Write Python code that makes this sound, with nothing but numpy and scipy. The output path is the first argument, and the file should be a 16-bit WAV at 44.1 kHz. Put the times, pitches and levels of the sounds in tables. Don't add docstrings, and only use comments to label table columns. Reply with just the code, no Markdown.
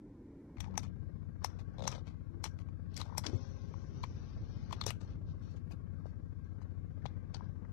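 import sys
import numpy as np
from scipy import signal
from scipy.fft import rfft, irfft
from scipy.io import wavfile
from scipy.ndimage import uniform_filter1d

SR = 44100
rng = np.random.default_rng(int(sys.argv[2]) if len(sys.argv) > 2 else 0)


def store_wav(level_fs):
    pcm = np.round(np.clip(np.atleast_2d(level_fs), -1, 1) * 32767)
    wavfile.write(sys.argv[1], SR, pcm.T.astype(np.int16))


def magnitude_from_level(level_db):
    exponent = np.asarray(level_db, float) / 20
    return 10 ** exponent


N = 340452
T = np.arange(N) / SR
LEAD_S = .007


def unit(x):
    return x / np.sqrt(np.mean(x ** 2))


def peak(x, db):
    return x * magnitude_from_level(db) / np.abs(x).max()


def coloured(points):
    hz, db = np.transpose(points)
    log_f = np.log(np.arange(N // 2 + 1) * SR / N + 1)
    gain = magnitude_from_level(np.interp(log_f, np.log(hz), db, left=-160, right=-160)) * np.sqrt(SR / 2)
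    return irfft(rfft(rng.standard_normal(N)) * gain, N)


def ring(x, hz, width_hz):
    return signal.lfilter(*signal.iirpeak(hz, hz / max(width_hz, 20), SR), x)


def band(x, lo_hz, hi_hz):
    return signal.sosfilt(signal.butter(3, [lo_hz, hi_hz], "band", fs=SR, output="sos"), x)


def high(x, order, hz):
    return signal.sosfilt(signal.butter(order, hz, "high", fs=SR, output="sos"), x)


def walk(rate):
    k = int(SR / rate)
    held = np.repeat(rng.standard_normal(N // k + 1), k)
    return 0.57 * uniform_filter1d(uniform_filter1d(held, k), k)[:N]


def swell(s, half_s):
    out = np.zeros(N)
    near = slice(max(int((s - 3 * half_s) * SR), 0), int((s + 3 * half_s) * SR))
    out[near] = magnitude_from_level(-9.5 * ((T[near] - s) / max(half_s, .01)) ** 2)
    return out


def add(out, s, x):
    i = int(s * SR)
    out[i:i + len(x)] += x[:N - i]


def first_shot():
    # f/Hz, density/dB per Hz
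    hum_colour = [(15, -30), (25, -4), (183, -11.5), (244, -7.5), (300, -5), (456, -20), (507, -22),
                  (609, -27.5), (658, -33), (878, -31.5), (1030, -31.5), (1140, -39.5), (1780, -41),
                  (2400, -45), (2700, -58), (8300, -71), (9200, -65), (12800, -62)]
    hum = coloured(hum_colour)[None]
    hum = unit(.3 * hum + .7 * patchy(hum)) * magnitude_from_level(-52.5 + np.interp(T, [0, .5], [-1.5, 1.5]))
    return hum + magnitude_from_level(-82) * band(rng.standard_normal((2, N)), 240, 7300)


def engine():
    # t/s, crank turns per s
    idle = [(.5, 15.24), (2.5, 15.3), (5, 15.26), (6, 15.37), (7.72, 15.44)]
    # multiple of the crank rate, left level/dB, right level/dB
    orders = [(1.92, -70.5, -87), (3.174, -55, -66), (3.973, -58, -65.5), (5, -52, -73), (5.975, -43, -64),
              (6.95, -51, -72), (8.04, -58.5, -67), (9.59, -74, -81), (9.97, -59.5, -65.5),
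              (11.21, -61, -80), (11.71, -64, -82.5), (12.8, -84.5, -81.5), (13.84, -66, -84),
              (14.83, -67, -76.5), (16.19, -64.5, -74), (18.22, -64, -84.5), (17.5, -78.5, -104),
              (20.2, -67, -89.5), (20.63, -68.5, -92.5), (24.7, -87.5, -90)]
    # f/Hz, left density/dB per Hz, right density/dB per Hz
    bed_colour = [(25.6, -78, -96.5), (49, -78, -89.5), (102.6, -65.5, -86.5), (170, -69, -88),
                  (300, -82.5, -99), (513, -87.5, -111), (752, -100, -118), (1133, -99, -119),
                  (1600, -101, -121), (2468, -113, -124), (2870, -117, -124), (5360, -120.5, -124),
                  (7540, -127, -130), (8400, -138, -140), (8700, -129, -133), (13500, -130, -133)]
    boom_hz, boom_width_hz = 89.4, 18
    turn = 2 * np.pi * np.cumsum(np.interp(T, *np.transpose(idle))) / SR + 1.509
    out = np.zeros((2, N))
    for k, *ports_db in orders:
        lag = 2.115 * np.arctan((k * idle[0][1] - boom_hz) / boom_width_hz)
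        phase = k * (turn - np.array([[0], [1.01]])) + np.array([[0], [3.1]])
        phase = phase - lag + 0.094 * walk(3.5)
        out += np.sqrt(2) * magnitude_from_level(np.c_[ports_db]) * magnitude_from_level(1.1 * walk(4)) * np.cos(phase)
    throb = unit(magnitude_from_level(2.6 * np.cos(2 * turn + .5) + 2.1 * np.cos(turn + .3)))
    hz, *ports_density = np.transpose(bed_colour)
    for side, db in zip(out, ports_density):
        bed = coloured(np.transpose([hz, db]))
        hiss = high(bed, 2, 2500)
        side += (bed - hiss) * throb * magnitude_from_level(2.0 * walk(3.8)) + hiss
    return out


def wind():
    # f/Hz, density/dB per Hz
    wind_colour = [(25, -16.5), (50, 0.5), (120, 2), (200, -9), (400, -19.5), (900, -37), (2000, -46)]
    # middle t/s, peak level/dB, half length/s
    gusts = [(0.703, -51, 0.037), (.85, -55.5, .05), (1.05, -69, .08), (1.907, -60.5, 0.18),
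             (3.333, -57, 0.07), (3.99, -50, 0.15), (4.15, -46.5, 0.078), (4.359, -46.5, 0.075),
             (4.549, -50.5, 0.13), (4.783, -47.5, 0.1), (5.186, -46.5, 0.19), (5.481, -55.5, 0.11),
             (5.808, -59.5, 0.13), (6.252, -61.5, 0.14), (6.843, -56.5, 0.051), (7.097, -59, .1),
             (7.4, -63, 0.081)]
    turbulence = unit(coloured(wind_colour) * magnitude_from_level(2.5 * walk(35)))
    return turbulence * (magnitude_from_level(-72.5) + sum(magnitude_from_level(db) * swell(s, half_s) for s, db, half_s in gusts))


def fan():
    # f/Hz, width/Hz, level/dB
    ducts = [(1114.5, 53, -82), (1593, 60, -85), (2147, 350, -89.5)]
    out = np.zeros(N)
    for hz, width_hz, db in ducts:
        air = ring(ring(rng.standard_normal(N), hz, width_hz), hz, width_hz * 2)
        out += unit(air) * magnitude_from_level(db + 5.9 * walk(11.0))
    return out


def rub():
    # f/Hz, density/dB per Hz
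    rub_colour = [(1500, -16.5), (2500, 18.5), (4200, 20), (5900, 19.5), (7300, -3.5), (8000, -34),
                  (13000, -40)]
    # middle t/s, half length/s, hiss level/dB, panel level/dB
    strokes = [(0.611, 0.051, -72, -65), (0.768, 0.088, -90, -63.5), (1.499, 0.08, -74.5, -63.5),
               (1.879, 0.17, -79.5, -65), (1.925, 0.046, -71, -67), (2.454, 0.34, -105, -78.5),
               (2.98, 0.058, -66.5, -70), (3.122, 0.1, -76, -63), (3.284, 0.041, -80, -63),
               (4.787, 0.14, -71, -65), (4.895, 0.039, -71, -65), (5.095, 0.059, -71.5, -70),
               (5.308, 0.04, -76, -77), (5.486, 0.083, -74, -78.5), (6.02, 0.13, -100, -73.5),
               (6.664, 0.18, -100, -74.5), (7.069, 0.083, -86, -71.5), (7.655, 0.076, -110, -71),
               (7.404, 0.1, -80, -69), (6.47, 0.046, -91.5, -84)]
    grain = magnitude_from_level(7.5 * walk(300) + 2.8 * walk(36))
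    hiss = unit(coloured(rub_colour) * grain)
    panel = unit(band(rng.standard_normal(N) * grain, 450, 1500))
    return sum(swell(s, half_s) * (hiss * magnitude_from_level(hiss_db) + panel * magnitude_from_level(panel_db))
               for s, half_s, hiss_db, panel_db in strokes)


def push():
    t = T[:SR // 8] - LEAD_S
    return np.exp(-((t - .0015) / 0.0002) ** 2)


def slip(snap_db, panel_db, panel_hz, air_db, bright_hz):
    # f/Hz, width/Hz, level/dB
    cap_modes = [(1830, 340, -6.5), (2260, 350, 4), (2600, 1500, 0), (3426, 280, 2.5), (4050, 200, 4.5),
                 (4600, 260, -3), (5390, 170, 3), (5920, 310, 3.5), (6600, 400, -9)]
    # f/Hz, width/Hz, level/dB
    air_modes = [(7300, 410, 0.5), (8000, 770, 3.5), (9070, 400, -1), (10420, 700, -8.5),
                 (12200, 680, -1.5), (9700, 17000, -6)]
    t = T[:SR // 8] - LEAD_S
    late = np.maximum(t, 0)
    skirt = 0.34 * np.exp(np.minimum(t, 0) / 0.002) * (np.exp(-late / 0.0082) + 0.15 * np.exp(-late / 0.032))
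    shape = late ** 2 * np.exp(-late / 0.00077) / 0.00063 ** 2 + skirt
    noise = rng.standard_normal((2, len(t)))
    instant = 2.5 * np.exp(-((t - .0013) / .00003) ** 2)
    blow = noise[0] * shape * magnitude_from_level(3.0 * noise[1]) + instant

    snap = np.zeros(len(t))
    for hz, width_hz, db in cap_modes:
        level_spread, pitch_spread = rng.standard_normal(2)
        snap += magnitude_from_level(db + 2.0 * level_spread) * ring(blow, hz * (1 + .02 * pitch_spread), width_hz)
    snap = band(0.35 * snap + 0.05 * blow + ring(snap + 1.3 * blow, bright_hz, 560), 1500, 7000)

    upper_hz, lower_hz = 1.2 * panel_hz, .62 * panel_hz
    panel = ring(ring(push() + .4 * blow, panel_hz, 290), panel_hz, 450)
    panel += magnitude_from_level(-6.5) * ring(ring(push() + 0.14 * blow, upper_hz, 200), upper_hz, 310)
    panel += magnitude_from_level(-13) * ring(push() + 0.23 * blow, lower_hz, 240)

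    air = sum(magnitude_from_level(db) * ring(noise[1] * shape ** 1.1, hz, width_hz) for hz, width_hz, db in air_modes)
    air = band(air, 6400, 12900)
    return peak(snap, snap_db) + peak(panel, snap_db + panel_db) + peak(air, snap_db + air_db)


def creaks():
    # t/s, peak level/dB, panel level/dB re peak, panel f/Hz
    trim_slips = [(0.5702, -56.5, 0, 1090), (0.583, -54.5, 0, 886), (0.6426, -50.5, -1.5, 930),
                  (0.741, -64.5, 14, 905), (0.7553, -53, 0, 961), (1.419, -73, 22.5, 1020),
                  (1.589, -58.5, 3, 670), (2.456, -43.5, 0, 1000), (2.617, -64, 2.5, 1100),
                  (3.0072, -52, -1, 1090), (1.926, -46, -2, 820), (1.9345, -59, -5, 910),
                  (2.0764, -59, -7, 552), (2.5889, -56, -6, 1050), (2.687, -61.5, 8.5, 922),
                  (3.738, -60, -11, 1050), (5.013, -68, 10, 1350), (5.7096, -59.5, 6, 687),
                  (6.6013, -77, 10.5, 1086), (6.6165, -72, 7, 960), (7.021, -82, 22, 1700),
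                  (7.3393, -60, 4, 560), (7.6497, -73, 19.5, 993), (3.563, -64, -8, 900),
                  (4.8904, -45, 0, 910)]
    out = np.zeros(N)
    for s, db, panel_db, panel_hz in trim_slips:
        add(out, s - LEAD_S - .001, slip(db, panel_db, panel_hz, -26.5, 2290))
    return out


def thumps():
    # t/s, peak level of the tone/dB, f/Hz, length/s
    jolts = [(0.573, -37.5, 62, 0.091), (.62, -45, 189.5, 0.47), (.78, -38.5, 127, 0.05),
             (1.8, -40.5, 170, 0.11), (1.84, -37.5, 131.8, 0.12), (2.301, -52, 334, 0.23),
             (3.183, -34.5, 113, 0.064), (3.252, -39, 300, 0.057), (3.282, -45.5, 357, 0.024),
             (3.292, -31.5, 248, 0.017), (3.328, -26.5, 101, 0.045), (3.329, -44.5, 257.4, 0.11),
             (3.331, -39, 293, 0.018), (3.325, -37, 356, 0.037), (4.861, -32.5, 104.5, 0.14),
             (4.864, -31, 433, 0.0064), (7.058, -32, 125, 0.019)]
    out = np.zeros(N)
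    for s, db, hz, length in jolts:
        t = T[:int(4 * length * SR)]
        envelope = t / length * 4 * np.exp(1 - t / length * 4)
        rough = ring(ring(rng.standard_normal(2 * SR)[:len(t) + SR // 10], hz, hz * .5), hz, hz)
        add(out, s, magnitude_from_level(db) * envelope * (np.sin(2 * np.pi * hz * t) + .45 * unit(rough)[:len(t)]))
    return out


def switches():
    # t/s, peak level/dB, panel level/dB re peak, air level/dB re peak, brightest f/Hz
    rocker = [
        (.6043, -38, -7, -8, 3300),
        (.606, -41.5, -19, -9, 5930),
        (.7769, -27, -2.5, -10, 6070),
        (.8317, -53.5, -1, -7, 2160),
        (1.4453, -26.5, 0, -12, 5510),
        (1.8768, -26, -2.5, -14.5, 5950),
        (1.9165, -42, -6, -16, 5920),
        (2.441, -31, -3, -9, 5760),
        (3.1799, -28, -4, 2, 5360),
    ]
    slider = [ (2.9423, -55, -19, -11, 4360), (2.9665, -36.5, -30, -10, 5160),
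              (2.9756, -37.5, -22, -5, 4600), (3.0003, -47.5, -4, -5, 2970), (3.0145, -35.5, -8, -15, 3800),
              (3.21, -64, -20, 0, 5940), (3.2382, -48, 3, -27, 2660), (3.2653, -29, -18, -22, 5070),
              (4.0335, -45, -5, -20, 4400), (4.0376, -41, -4, -20, 2350), (4.0435, -49, -6, -25, 1950),
              (4.7095, -54, -6, -25, 2200), (4.7263, -36.5, -6, -13, 3400), (4.813, -32, -10, -24, 4100),
              (4.838, -41.5, -9, -18, 3720), (4.865, -28, -10, -5, 6100), (4.905, -34.5, -11, -5, 2800)]
    button = [
        (7.0555, -49.5, 16, -37, 2180),
        (7.0605, -42, -3, -34, 3580),
        (7.3449, -39, -3.5, -49, 4600),
    ]
    out = np.zeros(N)
    for rows, panel_hz in ((rocker, 863), (slider, 986), (button, 795)):
        for s, db, panel_db, air_db, bright_hz in rows:
            add(out, s - LEAD_S - .001, slip(db, panel_db, panel_hz, air_db, bright_hz))
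    return out


def pings():
    # t/s, peak level/dB, f/Hz
    free_modes = [(.605, -49, 1900), (.605, -49, 2400), (.778, -37, 5900), (.778, -45, 2100),
                  (1.446, -41, 1900), (1.446, -42, 2250), (1.446, -38, 5330), (1.878, -34, 5850),
                  (1.878, -31, 6350), (2.442, -39, 5700), (3.181, -38, 5400), (3.181, -38, 9300),
                  (3.266, -39, 3300), (3.266, -40, 4200), (4.038, -49, 3300), (4.038, -50, 4300),
                  (4.727, -44, 3400), (4.727, -46, 4150), (4.866, -41, 3700), (4.866, -44, 9200),
                  (4.866, -44, 10500), (4.8135, -36, 4200), (4.82, -42, 3600), (.605, -45, 6000),
                  (.605, -46, 3300), (7.346, -45, 4300), (7.346, -44, 4750)]
    out, t = np.zeros(N), T[:1500]
    for s, db, hz in free_modes:
        envelope = (1 - np.exp(-t / .0005)) * np.exp(-t / .003)
        add(out, s, magnitude_from_level(db) * envelope * np.sin(2 * np.pi * hz * t))
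    return out


def swishes():
    # t/s, peak level/dB, centre f/Hz, length/s
    nail = [
        (1.59, -51, 2610, .024),
        (2.448, -34.5, 5500, 0.022),
        (2.585, -50.5, 2400, 0.017),
        (2.968, -41.5, 4510, 0.078),
        (3.0, -38, 4120, 0.014),
        (3.1741, -35.5, 5170, 0.0087),
        (3.189, -52, 5950, 0.0086),
        (3.237, -37, 2620, 0.078),
        (4.723, -40, 3400, 0.016),
        (5.713, -49.5, 3070, 0.017),
    ]
    # t/s, peak level/dB, centre f/Hz, length/s
    pad = [ (0.61, -51.5, 2560, 0.082), (.8323, -46, 2820, 0.033), (1.824, -48, 4800, 0.012),
           (1.84, -43, 4800, 0.0057), (1.866, -36.5, 6290, 0.031), (1.899, -46, 5800, 0.032),
           (1.917, -40, 5700, 0.039), (1.946, -44, 2730, 0.021), (1.982, -52.5, 2550, 0.025),
           (2.0668, -49.5, 2530, 0.042), (2.6, -60, 5040, 0.02), (5.42, -61.5, 5000, 0.078),
           (5.499, -62.5, 5550, .06), (3.26, -39.5, 5380, 0.013), (4.913, -59, 4300, 0.011),
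           (5.004, -49, 5180, 0.042), (5.101, -58, 2600, 0.036), (5.562, -57, 3200, 0.034),
           (6.056, -61.5, 2600, 0.051), (6.44, -65.5, 3150, 0.029), (6.613, -58, 2640, 0.025),
           (7.067, -66, 4200, 0.028), (7.348, -48, 4480, 0.028)]
    # t/s, peak level/dB, centre f/Hz, length/s
    skid = [
        (4.868, -38.5, 6100, 0.012),
        (4.876, -30, 5100, .02),
        (4.883, -33, 6400, .014),
        (1.452, -38, 5800, .012),
        (.789, -40.5, 5900, .014),
        (1.884, -43, 5900, .012),
    ]
    out, t = np.zeros(N), T[:SR // 5]
    for rows, panel_db, air_db in ((nail, -4.5, -20), (pad, -2.5, -30), (skid, -12.5, -18)):
        for s, db, hz, length in rows:
            noise = rng.standard_normal((2, len(t)))
            grit = noise[0] * magnitude_from_level(4.5 * uniform_filter1d(noise[1], size=140) * 12)
            grit *= (1 - np.exp(-t / 0.0037)) * np.exp(-2 * t / max(length, .008))
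            scrape = peak(band(ring(grit, hz, 1.2 * hz) + .3 * grit, 1700, 6500), 0)
            scrape += peak(band(grit, 350, 1284), panel_db)
            scrape += peak(band(grit, 9100, 14000), air_db)
            add(out, s, scrape * magnitude_from_level(db - 2))
    return out


def hollow():
    # middle t/s, half length/s, level/dB, f/Hz
    hums = [
        (1.53, 0.036, -75, 1600),
        (2.515, 0.042, -72, 1600),
        (4.945, 0.052, -71, 1480),
        (6.471, 0.038, -76, 1600),
        (7.45, 0.054, -74.5, 1600),
        (0.647, 0.013, -69, 900),
        (.84, 0.018, -65.5, 1100),
    ]
    noise = rng.standard_normal(N)
    return sum(unit(ring(ring(noise, hz, 160), hz, 300)) * magnitude_from_level(db) * swell(s, half_s)
               for s, half_s, db, hz in hums)


def flexes():
    # middle t/s, peak level/dB, f/Hz, half length/s
    recoils = [(4.7115, -43, 1050, .002), (4.7292, -34, 1000, .0018), (4.0395, -35, 980, .0018),
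               (4.036, -46, 1000, .0015), (3.1268, -44, 960, .002), (3.152, -44, 970, .002),
               (3.165, -52, 950, .002), (.6445, -53, 900, .004), (.682, -50, 850, .004),
               (.7445, -52, 1000, .0015), (.756, -53, 1050, .0015), (3.017, -47, 1020, .002),
               (3.001, -48, 950, .0015), (3.008, -48, 1100, .0015), (3.243, -49, 1110, .003),
               (3.261, -44, 950, .0015), (3.193, -49, 950, .002)]
    out, t = np.zeros(N), T[:2000]
    for s, db, hz, half_s in recoils:
        add(out, s - .02, magnitude_from_level(db) * np.exp(-((t - .02) / half_s) ** 2) * np.sin(2 * np.pi * hz * t))
    return out


def knocks():
    # t/s, peak level/dB, f/Hz
    blows = [(0.662, -49, 835), (0.7, -59, 590), (3.061, -50, 855), (3.083, -59, 947), (3.098, -47, 940),
             (3.74, -45.5, 1000), (4.785, -57, 1190), (6.056, -43.5, 555), (6.616, -50.5, 980),
             (7.4076, -42, 984), (7.65, -61, 1980), (4.7398, -55, 1050), (4.049, -49, 1050),
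             (4.004, -56, 1050), (4.8132, -37.5, 1200), (4.906, -42, 1250), (4.8655, -38, 650),
             (4.9055, -43, 700), (4.7275, -46, 600), (7.057, -42, 520), (3.181, -40, 600),
             (4.845, -52, 900), (4.039, -46, 650), (1.447, -42, 560), (4.874, -44, 600)]
    out = np.zeros(N)
    twice = push() + magnitude_from_level(-16) * np.roll(push(), int(0.01 * SR))
    for s, db, hz in blows:
        add(out, s - LEAD_S - .001, peak(ring(ring(twice, hz, 300), hz, 420), db))
    return out


def judder():
    # t/s, peak level/dB, panel level/dB re peak
    ratchet = [
        (1.7829, -51.5, 2.5),
        (1.794, -49.5, 4),
        (1.8055, -48, 4.5),
        (1.8222, -46, 4.5),
        (1.8387, -46.5, 2),
        (1.8535, -44, 2.5),
        (1.8665, -49, 4),
        (1.8895, -47, -6),
        (1.953, -51.5, 2),
        (1.9799, -54.5, 6),
    ]
    out, trim_hz = np.zeros(N), 530
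    hum = ring(ring(push(), trim_hz, 73), trim_hz, 300)
    for s, db, panel_db in ratchet:
        add(out, s - LEAD_S - .001, slip(db, panel_db, 760, -26, 3800))
        add(out, s - LEAD_S, peak(hum, db + panel_db - 1.5))
    return out


def motor():
    # t/s, rotor f/Hz, brush hiss level/dB
    run = [
        (3.272, 128, -105),
        (3.321, 131.3, -67.5),
        (3.418, 134, -71.5),
        (3.899, 134, -75.5),
        (4.101, 127.5, -73),
        (4.681, 130.4, -73.5),
        (4.73, 123, -66),
    ]
    # multiple of the rotor rate, level/dB re hiss
    harmonics = [(3, 7.5), (4, 5), (6, -6), (8, -1)]
    # f/Hz, density/dB per Hz
    brush_colour = [(300, 3), (1100, 3.5), (2000, -4), (3500, -4.5), (4800, -3), (5900, 3.5), (6500, -5),
                    (6800, -51.5)]
    # t/s, level/dB
    sheen_level = [(3.3, 1.5), (3.55, 2), (3.65, -3), (3.85, -2.5), (4.0, 5.5), (4.25, -11.5), (4.7, -11)]
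    # middle t/s, half length/s, level/dB re hiss
    sparks = [
        (3.31, .015, -10),
        (3.365, .02, -13),
        (3.475, .025, -16),
        (3.69, .015, -19),
        (3.85, .05, -18),
        (4.06, .02, -13),
    ]
    s, hz, db = np.transpose(run)
    turn = 2 * np.pi * np.cumsum(np.interp(T, s, hz) * (1 + 0.003 * walk(5.2))) / SR
    whine = sum(magnitude_from_level(level_db + 4 * walk(10)) * np.sin(k * turn) for k, level_db in harmonics)
    whine *= magnitude_from_level(np.interp(T, [3.9, 4.05], [0, -9]))
    hiss = unit(coloured(brush_colour) * (1 + 0.25 * np.cos(turn)) * magnitude_from_level(2.2 * walk(16)))
    sheen = signal.sosfiltfilt(signal.butter(4, 6050, "high", fs=SR, output="sos"), hiss)
    hiss += sheen * (magnitude_from_level(np.interp(T, *np.transpose(sheen_level)) + 2.5 * walk(7)) - 1)
    fizz = unit(band(rng.standard_normal(N), 6500, 7600))
    hiss += fizz * sum(magnitude_from_level(level_db) * swell(mid_s, half_s) for mid_s, half_s, level_db in sparks)
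    return (whine + hiss * magnitude_from_level(5.5)) * magnitude_from_level(np.interp(T, s, db, left=-140, right=-140))


def phone_tap():
    out = np.zeros(N)
    for s in (5.712, 5.723):
        add(out, s, magnitude_from_level(-59) * rng.standard_normal(1500) * np.exp(-T[:1500] / 0.002))
    return out + band(rng.standard_normal(N), 8800, 12000) * magnitude_from_level(-80) * swell(5.72, .06)


def notched(x):
    # f/Hz, width/Hz, depth 0-1
    dips = [(2800, 100, 0.2), (3252, 66, 0), (5075, 130, 0.2), (6600, 140, 0.59), (8370, 240, 0)]
    for hz, width_hz, depth in dips:
        x = x - np.clip(depth, 0, 1) * ring(x, hz, width_hz)
    return x


def ports(x, cabin):
    far = signal.fftconvolve(ring(x, 2200, 5500), cabin)[:N]
    return np.array([2 * x, magnitude_from_level(-55) * far])


def patchy(x):
    deaf_hz = [2800, 3280, 3950, 4600, 5120]
    f, _, z = signal.stft(x, SR, nperseg=2048)
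    f = f[:, None]
    near = np.sqrt(uniform_filter1d(np.abs(z) ** 2, size=24, axis=1))
    luck = uniform_filter1d(rng.standard_normal(z.shape), size=8, axis=1)
    luck = uniform_filter1d(luck, size=5, axis=2) * np.sqrt(40)
    luck += sum(1.3 * np.exp(-((f - hz) / 55) ** 2) for hz in deaf_hz)
    luck -= .35 * ((f > 2400) & (f < 6300))
    threshold = np.interp(f, [900, 2600], [.65, 1.05]) * near * magnitude_from_level(3 * luck)
    weak = (np.abs(z) < threshold) & (f > 900)
    hole = (luck > np.interp(f, [6000, 9000], [.5, .2])) & (f > 2400)
    gain = np.where(hole, .02, np.where(weak, .06, 1))
    return signal.istft(z * gain, SR)[1][:, :N]


def scene():
    cabin = rng.standard_normal(4000) * np.exp(-T[:4000] / 0.016)
    first = first_shot()
    low, gust = thumps(), wind()
    hand = notched(rub() + motor() + swishes())
    steady = engine() + ports(hand + fan() + hollow(), cabin)
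    steady += np.array([low + magnitude_from_level(-8.5) * gust, magnitude_from_level(-26) * low + gust])
    clicks = creaks() + switches() + pings() + flexes() + knocks() + judder()
    second = patchy(steady) + ports(notched(clicks), cabin) + np.array([[.3], [1]]) * phone_tap()
    fade = np.clip((T - .566) / 0.00046, 0, 1)
    return first * (1 - fade) + second * fade


def band_limit(x):
    return signal.sosfilt(signal.butter(12, 13750, fs=SR, output="sos"), x)


def record(dry):
    cut = signal.sosfilt(signal.ellip(10, .3, 70, 13350, fs=SR, output="sos"), dry)
    cut = high(cut, 2, 33)
    return band_limit(cut)


dry = scene()
out = record(dry)
store_wav(out)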